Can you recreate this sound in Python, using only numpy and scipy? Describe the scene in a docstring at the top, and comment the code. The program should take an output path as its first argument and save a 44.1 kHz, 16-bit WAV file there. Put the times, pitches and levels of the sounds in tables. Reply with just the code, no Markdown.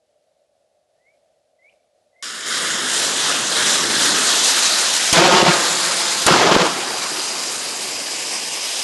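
"""A quiet lawn with a far hum and a whistling bird, then a cut to a firework fountain on a toy vehicle.
The hum is shaped noise; the bird is a rising tone with a soft echo from the trees.
The jet is banded noise coloured by close reflections, with sparks and a breathy nozzle whistle.
Twice a charge fires with a crack and roars for about half a second, with pops and thumps inside."""
import sys
import numpy as np
from scipy import signal
from scipy.fft import rfft, irfft
from scipy.io import wavfile
from scipy.ndimage import map_coordinates

SR = 44100
rng = np.random.default_rng(int(sys.argv[2]) if len(sys.argv) > 2 else 0)


def transcribe(signal):
    """Save signal, clipped to [-1, 1], as a 16-bit WAV file at the path in sys.argv[1]."""
    frames = np.atleast_2d(signal).T
    limited = np.clip(frames, -1, 1)
    pcm = np.round(limited * 32767).astype(np.int16)
    wavfile.write(sys.argv[1], SR, pcm)


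def magnitude_from_level(level_db):
    """Linear magnitude for a level in decibels (20 dB per decade)."""
    exponent = np.asarray(level_db, float) / 20
    return 10 ** exponent


N = 389403
CUT_S = 2.2245   # the fountain is already burning at the cut

# Far hum over the lawn. Each row: frequency in Hz, relative density in dB per Hz.
HUM_COLOUR = [(35, -40), (60, -21), (210, -22), (400, -19), (500, -9), (600, 0), (730, -9), (950, -27),
              (2700, -29.5), (4000, -27.5), (10000, -33), (11800, -37)]
HUM_DB = -64   # rms, about which it wanders
# Rising bird whistles. Each row: start in s, length in s, start pitch in Hz, rise in Hz per s,
# rms level at the top of the swell in dB, closing flick in Hz, flick length in s.
WHISTLES = [(0.96, .135, 1760, 3400, -63, 0, .07), (1.585, .105, 1970, 3800, -52, 900, .014),
            (2.125, .1, 1950, 2300, -55, 0, .02)]
SWELL_DB, FLICK_LOSS_DB = 19, 18   # a whistle swells, then flicks up and fades
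WARBLE_DB, WARBLE_HZ = 3, 22       # rms wander of level and pitch
# the echo from the trees, smeared by moving leaves
TREES_DB, TREES_T60_S, LEAVES_HZ, LEAVES_SHARE = -37, .35, 100, .4

# Course of the jet. Each row: time in s, hiss in dB, swell of the body below 2.5 kHz in dB,
# swell of the bass below 400 Hz in dB.
JET_COURSE = [(2.25, -30.5, -4.5, -9), (2.35, -32.5, 1, -5), (2.45, -32.5, 3, -10), (2.5, -25.5, 0, -9),
              (2.56, -23, 0, -5.5), (2.81, -25.5, 1.5, -1), (2.97, -20.5, -3, -4), (3.07, -21, -2.5, 2),
              (3.14, -23.5, -2.5, 5), (3.26, -21, -0.5, -3), (3.39, -23.5, 1, 2), (3.47, -24, -1.5, 3),
              (3.58, -20, 0, -2.5), (3.71, -18, -1.7, -2), (3.88, -22.5, 1, 4), (4.06, -17.5, -2.5, 1),
              (4.15, -19.5, -0.5, 1), (4.51, -17, -4.5, -6), (5.11, -20, -5, -4), (5.72, -21.5, -3.5, -16),
              (5.93, -22, -3, -12), (6.07, -21, -5, -6), (6.25, -22.5, -6.5, -1), (6.75, -28, 0.5, 4),
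              (7.25, -26.5, -5, 4), (7.74, -28.5, -4.5, 6.5), (8.35, -27, -3.5, 0),
              (8.46, -28.5, -4.5, 2.5), (8.83, -25, -8, 0)]
# Colour of the fresh jet. Each row: frequency in Hz, relative density in dB per Hz.
FRESH_COLOUR = [(35, -53), (60, -22.5), (231, -4.5), (851, -4.5), (1480, -2.5), (2350, -5.5), (3910, -5),
                (6220, -4), (9000, -11.5), (11800, -22.5), (15300, -45), (22000, -120)]
# Colour of the nearly spent jet. Each row: frequency in Hz, relative density in dB per Hz.
SPENT_COLOUR = [(35, -61), (60, -27.5), (393, -4.5), (1020, -1.5), (1320, -2.5), (1730, -4.5), (4370, -6.5),
                (4880, -10.5), (5600, -4.5), (9000, -10.5), (11800, -19), (15300, -44), (22000, -120)]
AGEING_FROM_S, AGEING_TO_S = 4.8, 7.8
# Bounce off the ground beside the flame. Each row: time in s, lag in ms, share of the direct sound.
GROUND_BOUNCE = [(2.2, .55, 0.75), (2.8, 0.56, 0.56), (3.1, 0.53, 0.099), (3.45, 0.58, .1),
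                 (3.6, 0.52, 0.33), (4.1, 0.55, 0.18), (4.4, 0.59, 0.074), (7.4, 0.37, .016),
                 (7.8, .38, 0.21), (8.3, 0.36, 0.36), (8.83, 0.31, 0.21)]
GROUND_DULL_HZ = 3900
# Inverted return from the open mouth of the tube. Each row: time in s, lag in ms, share of the direct sound.
TUBE_RETURN = [(2.2, 0.46, 0.089), (5.05, 0.38, 0.055), (5.7, 0.345, 0.24), (6.8, 0.4, .05)]
# Narrow bands of the hiss that stand out or sink for a while. Each row: from in s, to in s,
# centre in Hz, width in Hz, change at full depth in dB.
TINTS = [(2.2, 5, 4060, 480, 2.5), (2.6, 4.7, 2350, 270, -4.5), (2.6, 2.9, 4550, 400, -1.5),
         (2.6, 4.85, 5460, 320, -3.5), (7.75, 8.704, 1340, 250, -11), (6.7, 8.6, 3450, 310, -4.5),
         (7.2, 8.3, 1920, 160, -4)]
TINT_FADE_S = 0.47
# Breathy whistle of the nozzle. Each row: time in s, pitch in Hz, level over the hiss in dB.
NOZZLE_WHISTLE = [(5.5, 5020, -26), (5.9, 5030, -10), (7.0, 4865, -6), (8.83, 5015, -6.5)]
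NOZZLE_WIDTH_HZ = 340
SPARKS_PER_S, SPARK_DB, SPARK_SPREAD_DB = 900, -6, 2     # fine crackle in the spray, dB over the hiss
DUCK_DB, DUCK_S, RECOVER_S = 3.5, 0.18, 0.039            # the hiss is turned down under the roar
DUCK_TOP_DB, DUCK_TOP_HZ = 8, 8000                       # its top most
JET_DIP_DB = 1.5                                         # and dips again when the charge dips

# Ignition cracks. Each row: start in s, spray before its swell and decay in dB rms, centre in Hz,
# spray decay by 60 dB in s, peak of the low push in dB.
CRACKS = [(5.1268, -1.5, 6300, .045, -10), (6.263, -1.5, 7200, .035, -11)]
# The two charges. Each row: ignition in s, full roar in dB, afterglow at burn-out in dB,
# share of the longer path, rasp over the roar in dB, longer burn in s, lag of level at first in dB,
# loss of bass in dB.
CHARGES = [(5.127, -11.5, -24, 0.54, -4.5, 0.0097, 8, 1.5), (6.261, -12, -29, 0.091, -5, -0.0061, 3.5, 3)]
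# Body of the roar. Each row: frequency in Hz, relative density in dB per Hz.
ROAR_COLOUR = [(29, -66), (50, -21), (166, -4), (373, 1), (520, -1), (903, 0), (1400, -2.5), (2000, -11),
               (3000, -17), (6000, -50)]
# Rasping edge of the roar. Each row: frequency in Hz, relative density in dB per Hz.
RASP_COLOUR = [(1200, -11), (1800, -3.5), (3000, 2.5), (5000, -0.5), (7500, -7), (11000, -46)]
LIGHT_S, SAG_S, SAG_DB = 0.034, 0.11, 2.5     # the roar climbs after the crack, then sags to a hold
DIP_AT_S, DIP_S, DIP_DB, RASP_DIP_DB = 0.294, 0.023, 4, 0.5   # brief dip; the rasp dips deeper
BURN_S, RELEASE_DB_PER_S, GLOW_DB_PER_S = 0.36, 148, 10       # burn-out, then a slow afterglow
CALM_S, CALM_SHARE = 0.24, 0.26               # the afterglow is smoother
BASS_HZ, BASS_LATE_S = 280, 0.061             # the bass of the roar builds later
SHOCKS_PER_S, SHOCK_DB, SHOCK_SPREAD_DB = 350, -6, 3.5   # tiny pressure spikes, dB over the roar
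FAR_PATH_MS, FAR_WANDER_MS = 5.7, .12   # about two metres longer; hot smoke keeps shifting that path
# Dull pops in the roar, ahead of its second path. Each row: start in s, peak in dB, length in ms.
POPS = [(5.4277, -2, 2.5), (6.31, -9, 3.4), (6.548, -12, 1.7), (6.5631, 3, 2.44)]
# Gulps of gas that boom for a few cycles, ahead of the second path. Each row: middle in s,
# peak in dB, mean pitch before its random waver in Hz, length in ms.
THUMPS = [(5.187, -13.5, 170, 36), (5.215, -13, 341, 33.6), (5.24, -16, 340, 22), (5.29, -11, 543, 30),
          (5.328, -11, 383, 24), (5.365, -10, 804, 17), (5.4, -14, 340, 25), (5.465, -13, 700, 21),
          (5.488, -12.5, 175, 40), (5.56, -20, 370, 25), (5.66, -23, 490, 16), (6.32, -16, 160, 32),
          (6.313, -10, 1300, 8.2), (6.345, -12.5, 360, 30), (6.35, -11, 1000, 12), (6.4, -11, 900, 12),
          (6.459, -12, 400, 22), (6.495, -10, 650, 18), (6.535, -16, 700, 25), (6.618, -17, 178, 40),
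          (6.63, -13.5, 380, 25), (6.655, -17, 1500, 10), (6.7, -20, 1100, 12), (6.725, -29, 180, 35),
          (6.79, -23.5, 380, 22), (6.835, -23, 805, 19), (6.91, -27, 846, 30), (6.945, -25, 800, 18),
          (7.025, -26, 1100, 20), (7.065, -25, 1100, 20), (7.12, -24, 355, 15), (7.185, -26, 360, 16)]


def rms_one(x):
    """Scales to unit rms."""
    return x / np.sqrt(np.mean(x ** 2) + 1e-20)


def in_time(rows):
    """Every column after the time as a value per sample."""
    s, *columns = np.transpose(rows)
    return [np.interp(np.arange(N) / SR, s, c) for c in columns]


def at_hz(points, hz):
    """Reads a spectrum on a log-frequency axis."""
    point_hz, point_db = np.transpose(points)
    return np.interp(np.log(hz), np.log(point_hz), point_db)


def drift(rate_hz):
    """Slow chance of unit rms: noise through two equal poles, computed at every 40th sample."""
    r = np.exp(-80 * np.pi * rate_hz / SR)
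    noise = rng.standard_normal(N // 40 + 2002)
    slow = signal.lfilter([1], [1, -2 * r, r * r], noise)[2000:]   # drop the filter's start-up
    return np.interp(np.arange(N) / 40, np.arange(len(slow)), rms_one(slow))


def coloured(spectrum):
    """Steady noise of the given spectrum, rms 1."""
    hz = np.maximum(np.fft.rfftfreq(N, 1 / SR), 1)
    return rms_one(irfft(rfft(rng.standard_normal(N)) * magnitude_from_level(at_hz(spectrum, hz)), N))


def delayed(x, lag_ms):
    """Reads the sound a moving lag later."""
    return map_coordinates(x, [np.arange(N) - lag_ms * SR / 1000], order=3)


def filtered(x, order, hz, kind="low"):
    """Butterworth filter."""
    return signal.sosfilt(signal.butter(order, hz, kind, fs=SR, output="sos"), x)


def band(x, low_hz, high_hz):
    """Band-pass with second-order slopes."""
    return filtered(x, 2, [low_hz, min(high_hz, .45 * SR)], "band")


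def clicks(per_s, spread_db):
    """Random clicks of uneven size."""
    size = magnitude_from_level(spread_db * np.minimum(rng.exponential(1, N), 4))
    return (rng.random(N) < per_s / SR) * size + 1e-18


def since_ignition():
    """Seconds since the latest charge fired (negative before the first), and that charge's settings."""
    t, rows = np.arange(N) / SR, np.array(CHARGES)
    latest = np.maximum(np.searchsorted(rows[:, 0], t) - 1, 0)
    return t - rows[latest, 0], rows[latest, 1:].T


def brief_dip(age):
    """0-1: a sudden dip late in each burn, held a moment and filling in again."""
    late = (age - DIP_AT_S) / DIP_S
    return np.clip(np.minimum(late * 5, 2 - late), 0, 1)


def far_hum():
    """Steady shaped noise whose level wanders a little."""
    return magnitude_from_level(HUM_DB + 1.2 * drift(4)) * coloured(HUM_COLOUR)


def bird():
    """Warbling tones that rise, swell and flick upwards, with a faint diffuse echo from the trees."""
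    calls, t = np.zeros(N), np.arange(N) / SR
    for s, length, start_hz, rise, top_db, flick_hz, flick_s in WHISTLES:
        flick = np.clip((t - s - length) / flick_s, 0, 1)
        hz = start_hz + rise * np.clip(t - s, 0, length + flick_s) + flick_hz * flick
        hz = hz + WARBLE_HZ * drift(40)
        unswollen = 1 - np.clip((t - s) / length, 0, 1)
        level_db = top_db - SWELL_DB * unswollen - FLICK_LOSS_DB * flick + WARBLE_DB * drift(40)
        edges = np.clip(np.minimum(t - s, s + length + flick_s - t) / .006, 0, 1)
        calls += edges * magnitude_from_level(level_db) * np.sqrt(2) * np.sin(2 * np.pi * np.cumsum(hz) / SR)
    tail_s = np.arange(SR // 4) / SR
    tail = rng.standard_normal(len(tail_s)) * magnitude_from_level(-60 * tail_s / TREES_T60_S)
    # random gain on part of the echo spreads its pitch
    smear = np.sqrt(1 - LEAVES_SHARE) + np.sqrt(LEAVES_SHARE) * drift(LEAVES_HZ)
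    return calls + magnitude_from_level(TREES_DB) * smear * signal.fftconvolve(calls, tail)[:N]


def close_reflections(gas):
    """Inverted return from the tube mouth, then a dulled bounce off the ground; the lags comb the hiss."""
    (ground_ms, ground), (tube_ms, tube) = in_time(GROUND_BOUNCE), in_time(TUBE_RETURN)
    gas = (gas - tube * delayed(gas, tube_ms)) / np.sqrt(1 + tube ** 2)
    bounce = filtered(gas, 1, GROUND_DULL_HZ)   # grass swallows the treble
    return (gas + ground * delayed(bounce, ground_ms)) / np.sqrt(1 + ground ** 2 / 2)


def tinted(gas):
    """Raises or sinks narrow bands by adding or subtracting a resonant copy."""
    t = np.arange(N) / SR
    for start, end, hz, width_hz, tint_db in TINTS:
        on = np.clip(np.minimum(t - start, end - t) / TINT_FADE_S + .5, 0, 1)
        narrow = signal.lfilter(*signal.iirpeak(hz, hz / width_hz, fs=SR), gas)
        gas = gas + (magnitude_from_level(tint_db * on) - 1) * narrow
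    return gas


def sparks():
    """Fine crackle: band-passed random clicks of either sign."""
    spikes = clicks(SPARKS_PER_S, SPARK_SPREAD_DB) * rng.choice([-1, 1], N)
    return magnitude_from_level(SPARK_DB) * rms_one(band(spikes, 2100, 9800))


def nozzle_whistle(white):
    """Breathy tone: low noise, taken from the gas itself, modulates a gliding sine."""
    hz, level_db = in_time(NOZZLE_WHISTLE)
    breath = rms_one(band(white[0] + white[1], 15, NOZZLE_WIDTH_HZ / 2))
    return magnitude_from_level(level_db) * breath * np.sqrt(2) * np.sin(2 * np.pi * np.cumsum(hz) / SR)


def jet(flutter_db=0.68, patchy_db=1.44):
    """Turbulent gas: third-octave noise bands whose balance moves from fresh to spent, then reflections."""
    edges = 60 * 2 ** np.arange(0, 7.9, 1 / 3)
    white, t = rng.standard_normal((2, N)), np.arange(N) / SR   # neighbouring bands use different noise
    centres = np.sqrt(edges[1:] * edges[:-1])
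    stage_db = np.array([at_hz(c, centres) for c in (FRESH_COLOUR, SPENT_COLOUR)])
    power = magnitude_from_level(2 * stage_db) * np.diff(edges) * (centres > 4000)   # the hiss level counts from 4 kHz up
    stage_db -= 10 * np.log10(power.sum(axis=1, keepdims=True) / (SR / 2))
    hiss_db, body_db, bass_db = in_time(JET_COURSE)
    age, _ = since_ignition()
    ducked = np.clip(np.minimum(age / DUCK_S, 1 - (age - BURN_S) / RECOVER_S), 0, 1)
    hiss_db = hiss_db - DUCK_DB * ducked - JET_DIP_DB * brief_dip(age)
    in_bass = 1 / (1 + (centres / 400) ** 4)
    in_body = 1 / (1 + (centres / 2500) ** 4)
    in_top = 1 / (1 + (DUCK_TOP_HZ / centres) ** 4)
    gas = np.zeros(N)
    for k in range(len(centres)):
        level_db = np.interp(t, [AGEING_FROM_S, AGEING_TO_S], stage_db[:, k])
        level_db = level_db + in_body[k] * body_db + in_bass[k] * bass_db
        level_db = level_db - in_top[k] * DUCK_TOP_DB * ducked + patchy_db * drift(9.2)
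        gas += magnitude_from_level(level_db) * band(white[k % 2], edges[k], edges[k + 1])
    # keeps the bass of the jet thin: removes what spills below the lowest bands
    gas = filtered(gas, 2, 110, "high")
    gas = tinted(close_reflections(gas))
    return magnitude_from_level(hiss_db + flutter_db * drift(31)) * (gas + sparks() + nozzle_whistle(white))


def cracks():
    """Ignition: bright noise swells over about 2 ms and dies, over one low push of pressure."""
    out, t = np.zeros(N + SR), np.arange(SR // 5) / SR
    for s, spray_db, hz, t60, push_db in CRACKS:
        spray = rms_one(band(rng.standard_normal(len(t)), hz / 2.0, hz * 1.42))
        swell = (1 - np.exp(-(t / .0018) ** 2)) * magnitude_from_level(-60 * t / t60)
        push = magnitude_from_level(push_db) * np.sin(np.pi * np.clip(t / 0.0027, 0, 1)) ** 2
        out[round(s * SR):][:len(t)] += magnitude_from_level(spray_db) * swell * spray + push
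    return out[:N]


def pops():
    """One full swing of pressure each, suction first."""
    out, t = np.zeros(N + SR), np.arange(SR // 10) / SR
    for s, peak_db, length_ms in POPS:
        part = np.clip(t * 1000 / length_ms, 0, 1)
        out[round(s * SR):][:len(t)] -= magnitude_from_level(peak_db) * np.sin(2 * np.pi * part)
    return out[:N]


def thumps(waver=.06):
    """Gulps of gas: short tones that swell and fade on an off-set, sliding pitch."""
    out, t = np.zeros(N + SR), np.arange(SR // 10) / SR
    chances = rng.uniform(-1, 1, (len(THUMPS), 3))
    for (s, peak_db, hz, length_ms), (phase, off, slide) in zip(THUMPS, chances):
        part = np.clip(t * 1000 / length_ms, 0, 1)
        cycles = np.cumsum(hz * (1 + waver * (off / 2 + slide * (2 * part - 1)))) / SR
        boom = np.sin(np.pi * part) ** 2 * np.sin(2 * np.pi * (cycles + phase))
        out[round((s - length_ms / 2000) * SR):][:len(t)] += magnitude_from_level(peak_db) * boom
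    return out[:N]


def roar(lumpy_db=1.0, chuff_db=1.5, surge_db=1.9):
    """Low, lumpy thrust of noise with a rasping edge, heard directly and by a longer path."""
    age, (roar_db, glow_db, share, rasp_db, longer, light_db, thin_db) = since_ignition()
    dip = brief_dip(age)
    burn_db = roar_db - light_db * np.clip(1 - age / LIGHT_S, 0, 1)
    burn_db = burn_db - SAG_DB * np.clip((age - LIGHT_S) / SAG_S, 0, 1) - DIP_DB * dip
    burn_db = burn_db - RELEASE_DB_PER_S * np.maximum(age - BURN_S - longer, 0)
    fading_db = glow_db - GLOW_DB_PER_S * np.maximum(age - BURN_S, 0)
    level_db = 10 * np.log10(magnitude_from_level(2 * burn_db) + magnitude_from_level(2 * fading_db))
    burning = np.clip(age / 0.006, 0, 1)
    fitful = np.clip(1 - (age - BURN_S) / CALM_S, CALM_SHARE, 1)
    # the charge burns in fits
    uneven = magnitude_from_level(level_db + fitful * (lumpy_db * drift(31) + chuff_db * drift(115)))
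    rasp = magnitude_from_level(rasp_db - RASP_DIP_DB * dip) * coloured(RASP_COLOUR)
    edges, gas = 80 * 2 ** np.arange(0, 6.1, .75), [coloured(ROAR_COLOUR), coloured(ROAR_COLOUR)]
    rumble = np.zeros(N)
    for k in range(len(edges) - 1):   # each band surges on its own
        rumble += magnitude_from_level(fitful * surge_db * drift(14.6)) * band(gas[k % 2], edges[k], edges[k + 1])
    spikes = filtered(clicks(SHOCKS_PER_S, SHOCK_SPREAD_DB), 1, [350, 1500], "band")
    shocks = magnitude_from_level(SHOCK_DB) * rms_one(spikes)
    thrust = burning * uneven * (rms_one(rumble) + rasp + shocks)
    thrust = filtered(thrust, 2, 90, "high")
    bass = filtered(thrust, 1, BASS_HZ)
    bass_share = magnitude_from_level(-thin_db) * np.clip(2 * age / BASS_LATE_S - 1, 0, 1)
    thrust = thrust - bass * (1 - bass_share) + pops() + thumps()
    longer_path = delayed(thrust, FAR_PATH_MS + FAR_WANDER_MS * drift(4.7))
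    return (thrust + share * longer_path) / np.sqrt(1 + share ** 2)


def scene():
    """The lawn gives way to the firework at the cut; both channels are alike."""
    after = np.clip((np.arange(N) / SR - CUT_S) / .001, 0, 1)
    lawn = far_hum() + bird()
    firework = jet() + roar() + cracks()
    mono = (1 - after) * lawn + after * firework
    return np.array([mono, mono])


def band_limit(x):
    """A steep low-pass at the top of the band."""
    return signal.sosfilt(signal.butter(12, 12050, fs=SR, output="sos"), x)


def record(dry):
    """One microphone: bass roll-off, rounded peaks, a steep top."""
    x = filtered(dry, 2, 45, "high")
    x = .8 * np.tanh(x / .8 + (x / .8) ** 3 / 3)   # the cubic term keeps it straight until near the limit
    x = signal.sosfilt(signal.ellip(10, .5, 75, 11680, fs=SR, output="sos"), x)
    return band_limit(x)


dry = scene()
out = record(dry)
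transcribe(out)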